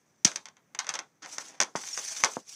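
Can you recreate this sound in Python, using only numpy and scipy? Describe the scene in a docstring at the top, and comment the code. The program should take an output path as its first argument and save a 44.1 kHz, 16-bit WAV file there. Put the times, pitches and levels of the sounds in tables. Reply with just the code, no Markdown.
"""Stick and puck in a driveway

Close up, from a phone lying on the plastic practice pad. The puck slaps down and rattles,
the blade clacks against puck and pad, the puck thuds and slides with a fine hiss and one squeak.
The house wall and the yard answer each blow; the microphone port rings near 6 kHz."""
import sys
import numpy as np
from scipy import signal
from scipy.fft import rfft, irfft
from scipy.io import wavfile
from scipy.ndimage import uniform_filter1d, minimum_filter1d

SR = 44100
rng = np.random.default_rng(int(sys.argv[2]) if len(sys.argv) > 2 else 0)


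def master(y):
    """Save y as 16-bit WAV."""
    cut = np.clip(np.atleast_2d(y).T, -1, 1)
    pcm = np.round(cut * 32767)  # scale
    wavfile.write(sys.argv[1], SR, pcm.astype(np.int16))


N = 112455
TOP_HZ = 15200  # upper edge of the phone's range


def clacks():
    """Each contact is a bright crack and a hollow knock that sets the blade ringing, with its echo."""
    # hard contacts of blade, puck and pad
    # (time [s], crack [dB], crack decay [ms], knock [dB], knock centre [Hz], echo [dB])
    contacts = [(0.2475, -7.5, 0.45, -34, 2500, -8), (0.249, -3, 1.1, -25.5, 2500, -8),
                (0.2511, -2, 1.87, -30, 2480, -3), (0.2655, -19.5, 0.92, -38.5, 2000, 16),
                (.3160, -28.5, 0.87, -36, 1790, -1), (0.3581, -21, 2.84, -32.5, 1890, 0.5),
                (0.4558, -32, 1.32, -40.5, 1870, 3.5), (0.4855, -40, 1.4, -44.5, 1800, -4),
                (0.568, -50.5, 1.1, -54, 1697, 4), (0.7477, -33.5, 3.2, -33, 1700, -3),
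                (.7890, -19, 2.66, -26, 2030, 4), (.8440, -44, 3.2, -37.5, 1340, 0),
                (0.867, -34, 2.55, -36.5, 1470, 5.5), (0.8901, -20, 2.7, -26, 1580, 3.5),
                (0.938, -26.5, 3.8, -30.5, 1430, 5.5), (.9530, -25, 2.26, -28, 1410, -0.5),
                (0.9892, -28.5, 3.5, -28, 1485, -1.5), (1.2591, -35.5, 2, -36, 1080, 0.5),
                (1.3821, -23, 1.84, -27, 1160, -4), (1.6020, -13, 2.46, -17, 1330, 0),
                (1.6120, -18, 4.7, -22, 1640, -6), (1.6230, -22.5, 3.7, -21.5, 1460, -14),
                (1.6327, -18, 1, -42, 1600, 0), (1.7565, -29.5, 5.4, -28.5, 1200, 2),
                (1.836, -40, 3.2, -34.5, 1500, -7.5), (1.875, -37, 1.5, -37.5, 2600, -8),
                (1.9749, -27.5, 2.84, -26.5, 1170, -2), (2.165, -31, 1.45, -35, 2600, -5),
                (2.2372, -10, .9, -13, 1500, -3.5), (2.2444, -14.5, 4.1, -24.5, 870, 3.5)]
    # modes of the blade (frequency [Hz], level [dB])
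    blade_modes = [(790, -8.5), (875, -9.5), (1060, -4), (1325, -10), (1500, -3.5), (1840, -7.5),
                   (2120, -4.5), (3570, -0.5)]
    # colour of the crack (frequency [Hz], gain [dB])
    crack_colour = [(100, -15.5), (400, -9), (1100, -10), (2600, -5), (6000, 0.5), (9000, -3),
                    (15000, -4.5)]
    knock_decay_s, mode_width_hz = 0.0021, 75
    out, t = np.zeros(N), np.arange(SR // 5) / SR
    bright = colour(signal.unit_impulse(N), crack_colour)[:SR // 100]
    for start, crack_db, decay_ms, knock_db, hz, echo_db in contacts:
        crack_noise, knock_noise = rng.standard_normal((2, len(t)))
        decay = decay_ms / 1000
        rise = .3 * decay  # longer contacts also swell more slowly
        crack = signal.fftconvolve(burst(crack_noise, t, rise, decay), bright)[:len(t)]
        push = burst(knock_noise, t, rise, knock_decay_s)
        soft_push = signal.lfilter(*signal.butter(1, 2 * hz, fs=SR), push)
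        body = resonate(soft_push, hz, width=1.93)
        wood = body + sum(undb(db) * resonate(body, f, mode_width_hz / f) for f, db in blade_modes)
        knock = wood * push.std() / wood.std()
        blow = undb(crack_db) * crack + undb(knock_db) * knock
        add(out, start, blow)
        add(out, start, undb(echo_db) * driveway(blow))
    return out


def shot():
    """The blade meets the puck squarely and rings for only a few cycles."""
    # heavily damped modes of the blade loaded by the puck (frequency [Hz], level [dB], t60 [s])
    modes = [(1254, -11.5, .013), (2230, -13, 0.0077)]
    start_s, echo_db = 2.2375, -14.5
    out, t = np.zeros(N), np.arange(SR // 10) / SR
    blow = sum(undb(db) * np.sin(2 * np.pi * hz * t) * np.exp(-np.log(1000) * t / t60)
               for hz, db, t60 in modes)
    add(out, start_s, blow)
    add(out, start_s, undb(echo_db) * driveway(blow))
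    return out


def thuds():
    """A soft push on the pad under the phone: one swing of pressure and a short boom of the sheet."""
    # flat blows on the pad (time [s], level [dB], softness cut-off [Hz], echo [dB])
    flat_blows = [(.2512, -18, 297, -26), (1.7539, -14.5, 1170, -9), (2.3686, -17, 970, -9)]
    pad_hz, boom_db = 198, -11
    out = np.zeros(N)
    for start, db, cutoff_hz, echo_db in flat_blows:
        push = signal.lfilter(*signal.butter(4, cutoff_hz, fs=SR), signal.unit_impulse(SR // 10))
        swing = signal.lfilter(*signal.butter(2, pad_hz, "high", fs=SR), push)
        thud = swing + undb(boom_db) * resonate(swing, pad_hz, width=0.348)
        blow = undb(db) * thud / np.abs(thud).max()
        add(out, start, blow)
        add(out, start, undb(echo_db) * driveway(blow, tail_share=.4))
    return out


def sliding():
    """Puck and blade glide over the pad and catch on grit; the blade drags more coarsely when pressed."""
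    # course of the sliding hiss (time [s], level [dB])
    hiss_levels = [(0, -80), (.22, -77), (0.599, -88.5), (1.21, -83), (1.229, -76), (1.299, -46.5),
                   (1.35, -47), (1.374, -55.5), (1.409, -44.5), (1.50, -54), (1.59, -75), (1.745, -71),
                   (1.765, -43), (1.87, -43), (1.922, -39), (1.932, -35.5), (1.963, -45), (1.985, -33.5),
                   (2.01, -38.5), (2.06, -36.5), (2.21, -40), (2.30, -43), (2.356, -44), (2.40, -52),
                   (2.44, -69), (2.499, -44.5), (2.55, -47.5)]
    # drags over the pad: short ones of the blade and a long low one of the rolling puck (start [s], length [s],
    # level [dB])
    scrapes = [(1.218, 0.044, -42.5), (1.244, 0.38, -57), (2.193, 0.034, -46)]
    # colour of the light glide (frequency [Hz], gain [dB])
    hiss_colour = [(100, -12.5), (300, -16), (900, -7), (2000, -6), (4000, -4), (6000, -2), (9000, 0),
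                   (15000, 4.5)]
    # colour of the coarse drag (frequency [Hz], gain [dB])
    drag_colour = [(100, -7.5), (300, 6.5), (900, 10), (2000, 3.5), (6000, -6.5), (15000, -14)]
    catches_per_s, catch_db, catch_decay_s = 79, -15.5, 0.0022
    level = undb(np.interp(np.arange(N) / SR, *np.array(hiss_levels).T))
    snags = (rng.random(N) < catches_per_s / SR) * rng.random(N)
    catches = signal.lfilter([1], [1, -np.exp(-1 / (catch_decay_s * SR))], snags)
    pressure = undb(catch_db) * level * catches
    for start, length, db in scrapes:
        add(pressure, start, undb(db) * signal.windows.tukey(int(length * SR), .5))
    return colour(friction(), hiss_colour) * level + colour(friction() * pressure, drag_colour)


def friction():
    """Fine hiss with tiny grains of grit; narrow bands flare and fade singly as the contact shifts."""
    grains_per_s, grain_spread_db, grit_db = 1200, 2, -2
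    band_hz, flare_db, flicker_db = 400, 3.5, 3
    grit = (rng.random(N) < grains_per_s / SR) * np.sign(noise())
    grit *= undb(grain_spread_db * np.minimum(rng.exponential(size=N), 6))
    size = 2 ** 17
    spectrum = rfft(noise() + undb(grit_db) * grit / grit.std(), size)
    band_position = np.arange(len(spectrum)) * SR / size / band_hz
    hiss = np.zeros(N)
    for k in range(int(TOP_HZ / band_hz) + 2):
        band = irfft(spectrum * np.maximum(1 - np.abs(band_position - k), 0))[:N]
        hiss += band * undb(flare_db * walk(rate_hz=55))
    return hiss / hiss.std() * undb(flicker_db * walk(rate_hz=90))


def squeak():
    """The gliding plastic catches briefly and chirps."""
    start_s, length_s, pitch_hz, level_db = 1.926, .022, 5570, -41
    out, window = np.zeros(N), signal.windows.tukey(int(length_s * SR), .5)
    wavering_hz = pitch_hz * (1 + 0.016 * walk(rate_hz=570))
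    tone = np.sin(2 * np.pi * np.cumsum(wavering_hz) / SR)
    add(out, start_s, undb(level_db) * window * tone[:len(window)])
    return out


def driveway(x, tail_share=1):
    """Near reflections and a short scattered tail; each spot on the pad scatters in its own way."""
    # early reflections off nearby walls (delay [s], level [dB])
    walls = [(.0070, -17), (0.0122, -17), (0.0196, -27.5)]
    # outdoor tail (low edge [Hz], high edge [Hz], level [dB], t60 at full tail_share [s])
    tail_bands = [(179.4, 510, 1.5, 0.28), (477, 1165, 2.5, 0.19), (1252, 2970, -3, 0.12),
                  (2900, 4460, -9.5, .18), (7520, 20000, -15.5, 0.28)]
    onset_s, delay_spread = 0.0026, .12
    t = np.arange(SR // 3) / SR
    onset = 1 - np.exp(-(t / onset_s) ** 2)
    response = np.zeros(len(t))
    for lo, hi, db, t60 in tail_bands:
        bandpass = signal.butter(2, [lo, min(hi, .45 * SR)], "band", fs=SR, output="sos")
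        band = signal.sosfilt(bandpass, rng.standard_normal(len(t)))
        envelope = onset * np.exp(-np.log(1000) * t / (tail_share * t60))
        response += undb(db) * band * envelope / np.sqrt(np.sum(envelope ** 2))
    for delay, db in walls:
        response[int(delay * (1 + delay_spread * rng.uniform(-1, 1)) * SR)] += undb(db)
    return signal.fftconvolve(x, response)


def yard():
    """The quiet yard all around: a low rumble and a thin hiss, wavering slightly."""
    # colour of the outdoor background (frequency [Hz], gain [dB])
    yard_colour = [(30, 10), (170, 15.5), (320, 11.5), (2000, -2), (5000, -17), (9000, -10), (15000, 10.5)]
    return undb(-67 + walk(rate_hz=3.1)) * colour(noise(), yard_colour)


def burst(x, t, rise, decay):
    """A dense crackle with an even spectrum that swells, decays and is damped after a few decay times."""
    envelope = (1 - np.exp(-(t / rise) ** 2)) * np.exp(-t / decay)
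    for _ in range(5):  # even out the amplitude and the spectrum in turn
        flat = irfft(np.exp(1j * np.angle(rfft(x * envelope))), len(t))
        x = np.sign(flat)
    damping = np.exp(-(t / (6 * decay)) ** 2)
    return flat * damping * np.sqrt(decay * SR / 2.26)


def colour(x, points):
    """Causal filter through the points (frequency [Hz], gain [dB])."""
    size = 2 ** 18
    hz, db = np.array(points, float).T
    f = np.maximum(np.arange(size // 2 + 1) * SR / size, 1)
    cepstrum = irfft(np.log(undb(np.interp(np.log(f), np.log(hz), db))))
    cepstrum[1:size // 2] *= 2  # fold for minimum phase
    cepstrum[size // 2 + 1:] = 0
    return irfft(rfft(x, size) * np.exp(rfft(cepstrum)))[:N]


def resonate(x, hz, width):
    """One resonance; width is a share of its centre frequency."""
    return signal.lfilter(*signal.iirpeak(hz, 1 / width, fs=SR), x)


def walk(rate_hz):
    """Smooth random drift with a spread near 1."""
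    step = max(int(SR / rate_hz), 1)
    return uniform_filter1d(np.repeat(rng.standard_normal(N // step + 1), step), step)[:N]


def noise():
    """White noise of unit strength."""
    return rng.standard_normal(N)


def undb(db):
    """Decibels to gain."""
    return 10 ** (np.asarray(db) / 20)


def add(track, start, x):
    """Mix x into the track from the start time on."""
    i = max(int(start * SR), 0)
    track[i:i + len(x)] += x[:max(N - i, 0)]


def scene():
    """Close blows and sliding with their echoes, over the quiet yard."""
    slide = sliding() + squeak()
    background = yard()
    blows = clacks() + shot() + thuds()
    slide_echo = undb(-6.5) * driveway(slide)[:N]
    return (blows + slide + slide_echo + background)[None]


def record(dry):
    """The microphone port rings, a fast limiter holds the peaks, the deepest bass and the top are cut."""
    # response of the phone's microphone and its port (frequency [Hz], gain [dB])
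    microphone = [(25, -30.5), (60, -19), (130, 0), (450, -2.5), (1000, -1), (2200, 3), (2900, 0),
                  (3400, 3), (3950, 0), (4900, 6), (5400, 7), (5850, 12.5), (6300, 12), (7100, 3),
                  (8300, -1.5), (10000, -10), (12500, -22), (15000, -24)]
    ceiling, span = .72, int(.0015 * SR)  # the limiter acts over 1.5 ms
    y = colour(dry[0], microphone)
    gain = ceiling / np.maximum(np.abs(y), ceiling)
    y = y * uniform_filter1d(minimum_filter1d(gain, span), span)
    y = signal.sosfilt(signal.butter(1, 35, "high", fs=SR, output="sos"), y)
    return signal.sosfilt(signal.ellip(8, .2, 80, TOP_HZ, fs=SR, output="sos"), y)[None]


dry = scene()
out = record(dry)
master(out)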